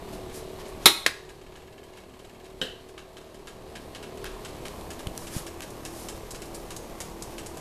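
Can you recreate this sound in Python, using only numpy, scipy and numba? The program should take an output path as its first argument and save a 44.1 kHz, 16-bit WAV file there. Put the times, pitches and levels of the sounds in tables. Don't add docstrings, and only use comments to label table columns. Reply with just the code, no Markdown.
import sys
import numpy as np
from scipy import signal
from scipy.fft import rfft, irfft
from scipy.io import wavfile
from scipy.ndimage import uniform_filter1d
from numba import njit

SR = 44100
rng = np.random.default_rng(int(sys.argv[2]) if len(sys.argv) > 2 else 0)


def log_audio(samples):
    frames = np.atleast_2d(samples).T
    limited = np.clip(frames, -1, 1)
    pcm = np.round(limited * 32767).astype(np.int16)
    wavfile.write(sys.argv[1], SR, pcm)


N = 335424
T = np.arange(N) / SR

# frequency in Hz, t60 in seconds.
ROOM_DECAY = [(100, 0.36), (500, 0.55), (2000, 0.47), (4000, .48), (8000, 0.43), (14000, 0.37)]
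# multiple of the shaft rate, level by the counter in dB, level over the stove in dB.
FAN_HARMONICS = [(1, -16.5, -14), (9, -19, -11), (10, -8, -28), (11, -14, -32), (12, -16.5, -31),
                 (14, -28.5, -23), (17, -17.5, -18.5), (18, -19, -26)]
# frequency in Hz, relative spectral density in dB.
FAN_AIR_COLOUR = [(20, -1), (45, -1), (100, -3.5), (250, -5.5), (400, -1.5), (520, -6), (700, -7.5),
                  (900, -11), (1100, -10.5), (1400, -22), (2500, -24.5), (8000, -46.5)]
SIZZLE_COUNTER_COLOUR = [(500, -23.5), (1300, -5.5), (1750, 2), (2400, -0.5), (4200, 1), (5500, -5.5),
                         (9000, -6.5), (14000, -9.5)]
SIZZLE_STOVE_COLOUR = [(500, -17.5), (1300, 0), (1750, 0.5), (4200, -1.5), (5500, -2.5), (9500, -5),
                       (14000, -5)]
MIDDLE_COLOUR = [(300, -31), (1100, 0.5), (1650, 2), (2200, -3), (3100, -0.5), (4200, -4), (5500, -5.5),
                 (12000, -37.5)]
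TREBLE_COLOUR = [(1500, -36), (4000, -7), (5500, -2.5), (7500, -3), (10000, -3.5), (12000, -9),
                 (14000, -16)]
SNAP_COLOUR = [(50, -31), (150, -19.5), (240, -3.5), (350, 3.5), (540, -7.5), (800, -4.5), (1400, -4),
               (2100, -1.5), (3000, -4.5), (3800, 8), (4250, 1), (4900, -6.5), (5800, -7), (7200, -8),
               (10500, -5.5), (14000, -12)]
CLICK_COLOUR = [(50, -21), (200, -5.5), (460, -1), (800, -6), (1600, 2.5), (2400, 0), (3000, -6.5),
                (3700, 0), (5000, -5), (7000, -10), (9000, -11.5), (14000, -21)]
KNOCK_COLOUR = [(50, -30), (300, -12), (900, -8), (1250, -13), (1600, 1.5), (2400, -13), (2800, 2),
                (3100, 9), (3400, -5), (3800, -1), (4800, -10), (6200, -17), (7700, -14.5), (14000, -33)]
THUD_COLOUR = [(50, -14), (130, -14), (200, -3), (300, -5), (400, -6), (520, 4), (800, -19), (1500, -25)]
# peak time in seconds, level in dB, half length in seconds,
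# treble over middle in dB.
HAND_RUSTLES = [(0.14, -46, .014, 0), (0.368, -42.3, 0.026, 7), (.607, -44, .014, -7),
                (.685, -49, 0.014, 3), (0.835, -45.5, .02, -6), (4.28, -50, .048, -8),
                (5.223, -45.5, .047, 2), (5.365, -36, 0.032, 2.5), (5.997, -44.5, .06, 9)]
# time in seconds, level in dB, spray from 0 (big bubble) to 1 (fine jet).
CLEAR_SPITS = [(1.293, -44.5, 0.043), (1.558, -46, .1), (1.9727, -48, 0.15), (2.1937, -50.5, .1),
               (2.4571, -48.5, .1), (2.89, -49, .4), (2.9802, -41, 0), (3.171, -41.5, 0.038),
               (3.3465, -49.5, 0.41), (3.474, -41.5, 0.086), (3.7557, -41, 0.03), (3.9507, -42, 0),
               (4.029, -45.5, 0.092), (4.256, -42, 0), (4.451, -43.5, 0.076), (4.6554, -43.5, .1),
               (4.906, -43.5, 0.22), (4.9949, -46, 0.045), (5.2706, -44, 0), (5.468, -43, 0.086),
               (5.622, -41.5, 0.063), (5.8533, -40.5, 0.21), (6.0879, -40, 0.25), (6.3093, -41.5, 1),
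               (6.349, -45.5, 0), (6.422, -46.5, 0.056), (6.5473, -42, 0.8), (6.708, -43, 0),
               (6.7665, -44, 0.98), (7.0045, -37, 0.38), (7.2253, -42.5, 0.92), (7.384, -43, 0),
               (7.463, -43.5, 0.46), (7.574, -47.5, 0.37)]
# frequency in Hz, bandwidth in Hz, gain in dB.
PAN_RESONANCES = [(1705, 78, 1), (2235, 94, 4), (2720, 320, 0), (3120, 55, 0), (3800, 140, -3.5),
                  (6720, 100, 3), (7440, 96, 0.5), (7970, 110, -0.5), (10900, 91, -11.5)]
# frequency in Hz, relative level in dB, t60 in seconds.
LID_RING = [(252, 2, .06), (366, 3, .13), (2435, -12, .45), (2630, -8, .27), (2887, -9, .27),
            (3230, -13, .35), (3315, -5, .24), (3558, -11, .3), (3690, 6, .26), (3845, -3, .42),
            (3938, 4, .27), (4147, 1, .3), (4335, -7, .26), (9846, -6, .16), (10141, -6, .16)]
JAR_RING = [(183, -11, .2), (256, -5, .17), (334, -8, .2), (510, 0, .15), (705, -11, .15), (1604, -2, .12),
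            (2847, -4, .09), (3006, -3, .1), (3044, 4, .12), (3113, -3, .13), (3757, -1, .1),
            (4134, -8, .09), (7700, -12, .04)]
# start in seconds, level in dB, pitch in Hz, t60 in seconds.
FINGER_TICKS = [(4.2432, -29.5, 1600, 0.02), (4.683, -30, 4200, 0.0087), (4.8115, -35, 4200, 0.006),
                (5.0706, -28, 3300, 0.012), (5.1772, -23, 4800, 0.008), (5.606, -28.5, 2350, 0.012)]
BODY_BUMPS = [(5.0707, -18, 95, 0.03), (5.365, -14, 138, 0.021)]


def undb(db):
    return 10 ** (np.asarray(db) / 20)


def unit_rms(x):
    return x / np.sqrt(np.mean(x ** 2))


def fade(t, t60_s):
    return undb(-60 * t / t60_s)


def add(out, start_s, x):
    i = int(start_s * SR)
    out[i:i + len(x)] += x[:N - i]


def tint(x, colour, size=4096):
    hz, db = np.transpose(colour)
    bins_hz = np.maximum(np.fft.rfftfreq(size, 1 / SR), 1)
    gain = undb(np.interp(np.log(bins_hz), np.log(hz), db))
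    cepstrum = irfft(np.log(gain))
    cepstrum[1:size // 2] *= 2
    cepstrum[size // 2 + 1:] = 0
    response = irfft(np.exp(rfft(cepstrum)))
    return signal.fftconvolve(x, response / np.linalg.norm(response))[:len(x)]


def drift(rate_hz):
    hold = int(SR / rate_hz)
    steps = np.repeat(rng.standard_normal(N // hold + 1), hold)
    return unit_rms(uniform_filter1d(uniform_filter1d(steps, hold), hold)[:N])


def crackle(rate_hz, spread_db):
    size = undb(spread_db * np.minimum(rng.exponential(size=N), 5))
    return unit_rms((rng.random(N) < rate_hz / SR) * size * rng.standard_normal(N))


def split_power(power, treble_db):
    middle_share = 1 / (1 + undb(treble_db) ** 2)
    return np.outer([middle_share, 1 - middle_share], power)


def hiss(powers, rate_hz, spread_db):
    return sum(tint(np.sqrt(power) * crackle(rate_hz, spread_db), colour)
               for power, colour in zip(powers, (MIDDLE_COLOUR, TREBLE_COLOUR)))


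def kitchen(x, wet_db, gap_s=0.0025):
    hz, t60_s = np.transpose(ROOM_DECAY)
    bins_hz, frames_s, cells = signal.stft(rng.standard_normal(SR), SR)
    cells *= fade(frames_s, np.interp(bins_hz, hz, t60_s)[:, None])
    tail = signal.istft(cells, SR)[1][:SR] * np.clip(T[:SR] / gap_s - 1, 0, 1)
    return x + undb(wet_db) * signal.fftconvolve(x, tail / np.linalg.norm(tail))[:len(x)]


def camera_move(start_s=4.25, length_s=1.1):
    angle = np.pi * np.clip((T - start_s) / length_s, 0, 1)
    return (1 - np.cos(angle)) / 2, np.sin(angle)


def fan(place, shaft_hz=37.45, repeat=0.42, whistle_hz=7860):
    turn_delay = np.exp(-2j * np.pi * np.fft.rfftfreq(N, 1 / SR) / shaft_hz)
    turbulence = irfft(rfft(rng.standard_normal(N)) / (1 - repeat * turn_delay), N)
    air = unit_rms(tint(turbulence, FAN_AIR_COLOUR))
    angle = 2 * np.pi * np.cumsum(shaft_hz * (1 + 0.00397 * drift(3))) / SR
    air *= 1 + 0.21 * np.cos(angle)
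    tones = np.zeros(N)
    for multiple, counter_db, stove_db in FAN_HARMONICS:
        level_db = counter_db + (stove_db - counter_db) * place + 2.5 * drift(8.3)
        tones += undb(level_db) * np.cos(multiple * angle + 0.59 * drift(25))
    whistle = undb(-30) * drift(150) * np.sin(2 * np.pi * whistle_hz * T)
    return undb(-1) * air + np.sqrt(2) * tones + whistle


def sizzle(place, flare_rate_hz=16, flare_depth=0.55, flare_t60_s=0.045):
    starts = (rng.random(N) < flare_rate_hz / SR) * np.minimum(rng.exponential(size=N), 2)
    flares = signal.fftconvolve(starts, fade(T[:SR // 10], flare_t60_s))[:N]
    grains = crackle(rate_hz=6000, spread_db=2.5) * (1 + flare_depth * flares) * undb(0.5 * drift(9.4))
    bed = (1 - place) * tint(grains, SIZZLE_COUNTER_COLOUR) + place * tint(grains, SIZZLE_STOVE_COLOUR)
    return unit_rms(kitchen(bed, wet_db=-1.5))


def hand_rumble(place, speed, rest_db=-52.5, reach_db=3.2, carry_db=5):
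    colour = [(20, -5.5), (60, -0.5), (160, -5.5), (300, -10), (800, -11), (2000, -31.5)]
    rumble = tint(rng.standard_normal(N), colour)
    return rumble * undb(rest_db + reach_db * place + carry_db * speed + 2 * drift(9))


def rustles():
    powers = sum(split_power(undb(db) ** 2 * np.exp(-((T - peak_s) / half_s) ** 2), treble_db)
                 for peak_s, db, half_s, treble_db in HAND_RUSTLES)
    friction = hiss(powers, rate_hz=22000, spread_db=1)
    return kitchen(tint(friction, [(1000, -1), (8000, 0.5), (13000, 5.5)]), wet_db=-8)


def faint_spits(rate_hz=2.5, mean_db=-53.5, spread_db=1.5):
    wait, size, spray = rng.random((60, 3)).T
    times_s = np.cumsum(2 * wait / rate_hz)
    levels_db = mean_db + spread_db * (2 * size - 1)
    return [row for row in zip(times_s, levels_db, spray) if 0.01 < row[0] < T[-1]]


def pan(x):
    return sum(undb(db) * signal.lfilter(*signal.iirpeak(hz, hz / width_hz, SR), x)
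               for hz, width_hz, db in PAN_RESONANCES)


def spits(place, ear_window_s=0.021, escape_t60_s=0.076, lead_s=0.002, ping_hz=3020, stove_db=7.5):
    powers, pings, t = np.zeros((2, N)), np.zeros(N), T[:SR // 10]
    pop = 1 + 0.96 * fade(t, t60_s=0.018)
    for time_s, db, spray in CLEAR_SPITS + faint_spits():
        length_s = 0.015 / 2 ** (1.6 * spray)
        treble_db = -6.5 + 17 * spray + stove_db * place[int(time_s * SR)]
        power = (pop * fade(np.maximum(t - length_s, 0), escape_t60_s)) ** 2
        energy = undb(db) ** 2 * ear_window_s * SR
        for register, part in zip(powers, split_power(energy * power / power.sum(), treble_db)):
            add(register, time_s - lead_s, part)
        pitch_hz = ping_hz * (1 + 0.03 * rng.standard_normal())
        ping = fade(t, t60_s=0.025) * np.sin(2 * np.pi * pitch_hz * t)
        middle_share = 1 / (1 + undb(treble_db) ** 2)
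        add(pings, time_s - lead_s, undb(db + 7) * middle_share * ping)
    bursts = hiss(powers, rate_hz=6000, spread_db=0)
    return kitchen(bursts + undb(-1.5) * pan(bursts) + pings, wet_db=-6.5)


def impact(start_s, colour, db, t60_s, scatter_db, scatter_t60_s, wet_db, attack_s=0.0008):
    out, t = np.zeros(N), T[:SR // 2]
    decay = fade(t, t60_s) + undb(scatter_db) * fade(t, scatter_t60_s)
    burst = decay * np.minimum(t / attack_s, 1) * np.sign(rng.standard_normal(len(t)))
    add(out, start_s, undb(db) * tint(burst, colour))
    return kitchen(out, wet_db)


def ring(start_s, modes, db):
    out, t = np.zeros(N), T[:SR]
    for hz, mode_db, t60_s in modes:
        add(out, start_s, undb(db + mode_db) * fade(t, t60_s) * np.sin(2 * np.pi * hz * t))
    return out


def shaker(snap_s=0.8572, click_s=1.0627, down_s=2.6146, counter_lag_s=0.00702):
    snap = impact(snap_s, SNAP_COLOUR, db=0.5, t60_s=0.058,
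                  scatter_db=-16.5, scatter_t60_s=0.14, wet_db=-8)
    click = impact(click_s, CLICK_COLOUR, db=2, t60_s=0.011,
                   scatter_db=-14, scatter_t60_s=0.095, wet_db=-14)
    knock = impact(down_s, KNOCK_COLOUR, db=-20, t60_s=0.041,
                   scatter_db=-6.5, scatter_t60_s=0.35, wet_db=-9)
    thud = impact(down_s + counter_lag_s, THUD_COLOUR, db=-32, t60_s=0.13,
                  scatter_db=-5.5, scatter_t60_s=0.22, wet_db=-9)
    lid = ring(snap_s, LID_RING, db=-22) + ring(click_s, LID_RING, db=-44)
    jar = ring(down_s, JAR_RING, db=-25)
    return snap + click + knock + thud + kitchen(lid + jar, wet_db=-13)


def steam_chatter(start_s=1.415, rate_hz=19.3, count=22, run_db=-53.5, jitter_s=0.002):
    power, t = np.zeros(N), T[:SR // 10]
    for k, (late, size) in enumerate(rng.standard_normal((count, 2))):
        puff = undb(2 * size) * fade(t, t60_s=0.085)
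        add(power, start_s + k / rate_hz + jitter_s * late, puff ** 2)
    puffs = hiss(split_power(power, treble_db=-7.5), rate_hz=9700, spread_db=1)
    sound = kitchen(pan(puffs) + undb(-11.5) * puffs, wet_db=-10)
    duty = count / rate_hz / T[-1]
    return undb(run_db) * unit_rms(sound) * np.sqrt(duty)


def camera_taps():
    ticks, t = np.zeros(N), T[:SR // 20]
    for start_s, db, hz, t60_s in FINGER_TICKS:
        colour = [(hz / 4, -9), (hz, 0), (hz * 1.6, -6), (hz * 4, -13)]
        burst = fade(t, t60_s) * np.sign(rng.standard_normal(len(t)))
        add(ticks, start_s, undb(db) * tint(burst, colour))
    bumps = sum(ring(start_s, [(hz, 0, t60_s)], db) for start_s, db, hz, t60_s in BODY_BUMPS)
    return kitchen(ticks, wet_db=-13) + bumps


def scene():
    place, speed = camera_move()
    bed = undb(-41.5) * fan(place) + undb(-53 + 0.9 * place) * sizzle(place) + hand_rumble(place, speed)
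    events = rustles() + spits(place) + shaker() + steam_chatter() + camera_taps()
    return (bed + events)[None]


@njit
def duck_db(overloaded, depth_db, attack_s, hold_s, release_s):
    gain_db, cut, since_s = np.zeros(len(overloaded)), 0., 1e9
    for i in range(len(overloaded)):
        since_s = 0. if overloaded[i] else since_s + 1 / SR
        if since_s < hold_s:
            cut = min(cut + 1 / (attack_s * SR), 1.)
        else:
            cut = max(cut - 1 / (release_s * SR), 0.)
        gain_db[i] = -depth_db * cut
    return gain_db


def record(dry):
    threshold, ceiling, cutoff_hz = 0.9, 0.7, 14050
    overloaded = np.abs(dry[0]) > threshold
    ducked = dry * undb(duck_db(overloaded, depth_db=7.0, attack_s=0.073, hold_s=2.164, release_s=1.0))
    saturated = ducked / (1 + (ducked / ceiling) ** 6) ** (1 / 6)
    return signal.fftconvolve(saturated, signal.firwin(301, cutoff_hz, fs=SR)[None], "same")


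dry = scene()
out = record(dry)
log_audio(out)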